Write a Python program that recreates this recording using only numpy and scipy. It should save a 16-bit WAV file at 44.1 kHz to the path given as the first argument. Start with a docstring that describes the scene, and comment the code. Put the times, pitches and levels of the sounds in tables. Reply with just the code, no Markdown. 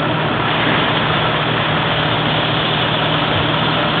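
"""A steady machinery roar comes first, with the drone of a fast working engine, the knock of an idling
diesel and the hum of a pump: a street sweeper is tipping its raised hopper into a steel trailer.
Half a second in, gravel pours. Its impacts rattle on the bare steel and excite the wall's modes,
then give way to hiss and clinks as it lands on its own heap. A small, narrow-band microphone listens."""
import sys
import numpy as np
from scipy import signal
from scipy.fft import rfft, irfft
from scipy.io import wavfile

SR = 44100
rng = np.random.default_rng(int(sys.argv[2]) if len(sys.argv) > 2 else 0)


def transcribe(signal):
    """Save signal, clipped to [-1, 1], as a 16-bit WAV file at the path in sys.argv[1]."""
    frames = np.atleast_2d(signal).T
    limited = np.clip(frames, -1, 1)
    pcm = np.round(limited * 32767).astype(np.int16)
    wavfile.write(sys.argv[1], SR, pcm)


N = 176400
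T = np.arange(N) / SR


def amp(db):
    """Amplitude ratio of a level in decibels."""
    return 10 ** (np.asarray(db) / 20)


def unit(x):
    """Normalisation to rms 1."""
    return x / np.sqrt(np.mean(x ** 2) + 1e-20)


def colour(x, curve):
    """Zero-phase filtering by a curve of (frequency [Hz], gain [dB])."""
    hz, db = np.transpose(curve)
    f = np.fft.rfftfreq(len(x), 1 / SR)
    gain = amp(np.interp(np.log(f + 1), np.log(hz), db))
    return irfft(rfft(x) * gain, len(x))


def drift(hz):
    """Low-pass Gaussian noise: a slow fluctuation of rms 1."""
    f = np.fft.rfftfreq(N, 1 / SR)
    low_pass = (f > 0) * np.exp(-(f / hz) ** 2)
    return unit(irfft(rfft(rng.standard_normal(N)) * low_pass, N))


def cycles_at(hz, wander, wander_hz=3.12):
    """Phase, in cycles, is the integral of a slightly wandering frequency."""
    return np.cumsum(hz * (1 + wander * drift(wander_hz))) / SR


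def partial(cycles, db, flutter, flutter_hz=14):
    """Random amplitude and phase modulation broadens a spectral line."""
    phase = 2 * np.pi * (cycles + rng.random())
    in_phase = (1 + flutter * drift(flutter_hz)) * np.sin(phase)
    quadrature = flutter * drift(flutter_hz) * np.cos(phase)
    return amp(db) * unit(in_phase + quadrature)


def impacts(per_s, spread_db):
    """A Poisson process of impulses, most small and a few large."""
    size = amp(spread_db * np.minimum(rng.exponential(1, N), 4))
    return size * rng.choice([-1, 1], N) * (rng.random(N) < per_s / SR)


# fan and machinery spectrum: (frequency [Hz], relative density [dB])
ROAR_SPECTRUM = [(20, -38.5), (40, -15), (60, -7), (100, -3), (150, -4), (200, 1.5), (290, -1.5), (350, -2),
                 (400, -2), (530, -4.5), (640, -1.5), (740, -1), (840, -4.5), (1080, -3), (1200, -7),
                 (1330, -7.5), (1550, -6.5), (2200, -13.5), (2600, -9), (2850, -12.5), (3400, -8.5),
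                 (4500, -15.5)]
def fan_roar(firings):
    """Amplitude modulation: broadband noise pulses at three times the firing rate and flickers."""
    chop = 1 + .2 * np.cos(2 * np.pi * 3 * firings)
    air = rng.standard_normal(N) * chop * amp(.5 * drift(hz=23))
    return amp(-19.5) * unit(colour(air, ROAR_SPECTRUM))


# exhaust harmonics: (multiple of firing rate, level [dB])
EXHAUST_HARMONICS = [(1, -47), (2, -31), (3, -43), (5, -35.5), (8, -39.5), (11, -37.5)]
# whine at the tenth harmonic: (time [s], level [dB])
WHINE_LEVELS = [(0, -34.5), (.6, -43.5), (.85, -36), (1.2, -48.5), (1.6, -37.5), (2.3, -34.5), (2.7, -33.5),
                (3.15, -36), (3.5, -30), (4, -38)]
def working_engine(firing_hz=58.45):
    """Periodic firing gives a harmonic series; the whine and the fan's pulsing are locked to it."""
    firings = cycles_at(firing_hz, wander=.0019)
    drone = sum(partial(k * firings, db, flutter=.24) for k, db in EXHAUST_HARMONICS)
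    whine_db = np.interp(T, *np.transpose(WHINE_LEVELS))
    whine = partial(10 * firings, whine_db, flutter=.39)
    return drone + whine + fan_roar(firings)


# idle harmonics: (multiple of firing rate, level [dB])
IDLE_HARMONICS = [(3, -48.5), (4, -36.5), (7, -41)]
# knock of each cylinder in firing order: (relative level [dB])
CYLINDER_LEVELS = [-3, 0.5, -0.5, -3, -0.5, -1]
# engine block response: (frequency [Hz], gain [dB])
BLOCK_RESPONSE = [(200, -15.5), (450, -10), (700, -0.5), (1000, 1.5), (1350, 0.5), (1900, -5),
                  (2600, -11.5), (3400, -3), (4500, -15.5)]
def idling_diesel(firing_hz=34.98, rise_s=.0008, decay_s=.0066):
    """Impulsive excitation: six unequal cylinders knock the block in turn, over a harmonic drone."""
    firings = cycles_at(firing_hz, wander=.0009) + .12  # starts partway through a cycle
    index = firings.astype(int)
    age_s = firings % 1 / firing_hz
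    scatter_db = 1.3 * rng.standard_normal(N)[index]
    strength_db = np.take(CYLINDER_LEVELS, index % len(CYLINDER_LEVELS)) + scatter_db
    envelope = amp(strength_db) * (1 - np.exp(-age_s / rise_s)) * np.exp(-age_s / decay_s)
    drone = sum(partial(k * firings, db, flutter=.4) for k, db in IDLE_HARMONICS)
    knock = colour(envelope * rng.standard_normal(N), BLOCK_RESPONSE)
    return drone + amp(-28) * unit(knock)


# pump and fan tones: (frequency [Hz], level [dB], flutter depth [0-1])
PUMP_TONES = [(155.55, -27, 0.26), (308.6, -38, .45), (385.7, -42, 0.4), (736, -41, 0.9), (958, -37, 0.7),
              (919, -42.5, 0.9), (1330, -42.5, 0.8)]
def pump():
    """Tonal noise of rotation: a low hum and higher whines waver with one shared speed."""
    clock_s = cycles_at(1, wander=.003)
    return sum(partial(hz * clock_s, db, flutter) for hz, db, flutter in PUMP_TONES)


# low swells: (peak time [s], half length [s], level [dB], centre frequency [Hz])
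RUMBLE_SWELLS = [(0.091, 0.029, -23.5, 287), (.33, 0.15, -29, 290), (0.722, .17, -27, 250),
                 (0.757, .12, -28.5, 455), (1.47, 0.064, -28.5, 240), (3.386, 0.041, -23.5, 104),
                 (3.49, 0.04, -25.5, 286), (3.64, .03, -21.5, 260), (3.73, 0.032, -24, 232)]
def rumble(width_octaves=.33):
    """Band-limited noise under Gaussian envelopes: short rumbles come and go."""
    f = np.fft.rfftfreq(N, 1 / SR) + 1
    out = np.zeros(N)
    for peak_s, half_s, db, hz in RUMBLE_SWELLS:
        band = np.exp(-.5 * (np.log2(f / hz) / width_octaves) ** 2)
        noise = unit(irfft(rfft(rng.standard_normal(N)) * band, N))
        out += amp(db) * np.exp(-((T - peak_s) / half_s) ** 2) * noise
    return out


# gravel flow: (time [s], level on steel [dB], level on heap [dB], level of wall [dB])
POUR_LEVELS = [(0, -47.5, -45, -29), (.4, -39, -46.5, -30.5), (.48, -25, -24.5, -27.5),
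               (.58, -21.5, -25, -32), (.78, -19.5, -23.5, -28.5), (0.981, -26, -26, -30.5),
               (1.13, -25, -24, -23), (1.499, -27.5, -26, -33.5), (1.85, -25.5, -24.5, -29.5),
               (2.348, -31.5, -22, -34), (2.599, -32.5, -21.5, -31), (2.9, -32.5, -21.5, -32),
               (3.2, -32, -23.5, -26.5), (3.42, -31, -22.5, -32.5), (3.7, -33.5, -23, -27),
               (4, -26.5, -23.5, -25.5)]
def gravel():
    """Superposition of impact noise: the balance shifts from bare steel to the heap."""
    times, *columns = np.transpose(POUR_LEVELS)
    steel_db, heap_db, wall_db = (np.interp(T, times, db) for db in columns)
    rattle = stones_on_steel(steel_db)
    hiss = amp(heap_db) * grit_on_heap()
    ring = amp(wall_db) * trailer_wall()
    clinks = amp(heap_db - 6.5) * pebbles()
    return rattle + hiss + ring + clinks


# steel wall modes: (frequency [Hz], relative level [dB], 60 dB decay time [s])
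WALL_MODES = [(616.6, -4, .1), (737, -4.5, .1), (1068, -5.5, 0.049), (1281, -3.5, 0.083), (1330, -0.5, .1),
              (1390, -2, 0.068), (1694, -6.5, .06)]
def trailer_wall():
    """Modal resonance: each impact sets the wall's damped modes ringing."""
    t = T[:SR // 4]
    response = sum(amp(db - 60 * t / t60) * np.sin(2 * np.pi * hz * t) for hz, db, t60 in WALL_MODES)
    return unit(signal.fftconvolve(impacts(per_s=300, spread_db=2.5), response)[:N])


# response of steel to stones: (frequency [Hz], gain [dB])
STEEL_RESPONSE = [(150, -32), (450, -7), (750, -8), (980, 0.5), (1200, -2.5), (1350, -4.5), (1520, -4),
                  (1650, 0.5), (1900, 0), (2250, -5), (2800, -7), (3400, -10), (4500, -14.5)]
# large stones: (time [s], level [dB])
LARGE_STONES = [(.668, -13.5), (0.743, -15), (.972, -12.5), (1.056, -17), (1.579, -16), (2.745, -15)]
def stones_on_steel(level_db, strike_decay_s=.0035):
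    """Source and filter: the steel colours clumps of small impacts and a few heavy strikes."""
    hits = unit(impacts(per_s=3000, spread_db=2)) * amp(level_db + drift(hz=17))
    for start, db in LARGE_STONES:
        envelope = (T >= start) * np.exp(-abs(T - start) / strike_decay_s)
        hits += amp(db) * envelope * rng.standard_normal(N)
    return unit(colour(hits, STEEL_RESPONSE)) * np.std(hits)


# spectrum of grit on the heap: (frequency [Hz], relative density [dB])
HEAP_SPECTRUM = [(300, -27), (1000, -16.5), (1700, -10.5), (2150, -9.5), (2600, -5), (2850, -2.5),
                 (3050, -0.5), (3350, 3), (3550, 5.5), (4500, -10.5)]
def grit_on_heap(clump_db=1.3):
    """Shot noise: dense, tiny impacts merge into a hiss."""
    grit = impacts(per_s=6000, spread_db=2.5) * amp(clump_db * drift(hz=40))
    return unit(colour(grit, HEAP_SPECTRUM))


def pebbles(sizes=24, low_hz=2900, high_hz=4105, t60_s=.07, clinks_per_s=260):
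    """Damped free vibration: colliding pebbles clink, each size at its own natural frequency."""
    t = T[:SR // 10]
    out = np.zeros(N)
    for hz in np.linspace(low_hz, high_hz, sizes) * rng.uniform(.98, 1.02, sizes):
        clink = np.sin(2 * np.pi * hz * t) * amp(-60 * t / t60_s)
        out += signal.oaconvolve(impacts(clinks_per_s / sizes, spread_db=3.5), clink)[:N]
    return unit(out)


def scene():
    """Free-field superposition: the machinery and the pouring load add in the open air."""
    return (working_engine() + idling_diesel() + pump() + rumble() + gravel())[None]


# microphone response: (frequency [Hz], gain [dB])
MICROPHONE_RESPONSE = [(5, -30), (25, -4), (50, 0.5), (3300, 2), (3520, -1), (3700, -7.5), (3850, -10.5),
                       (4000, -13.5), (4200, -17.5), (4450, -21.5), (4700, -47)]
def record(dry):
    """Band limiting and soft saturation: the microphone rounds the highest peaks and loses the treble."""
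    ceiling, cutoff_hz = .75, 4560
    heard = colour(dry[0], MICROPHONE_RESPONSE)
    rounded = heard / (1 + (heard / ceiling) ** 6) ** (1 / 6)
    low_pass = signal.firwin(511, cutoff_hz, window=("kaiser", 9), fs=SR)
    return signal.oaconvolve(rounded, low_pass, "same")[None]


dry = scene()
out = record(dry)
transcribe(out)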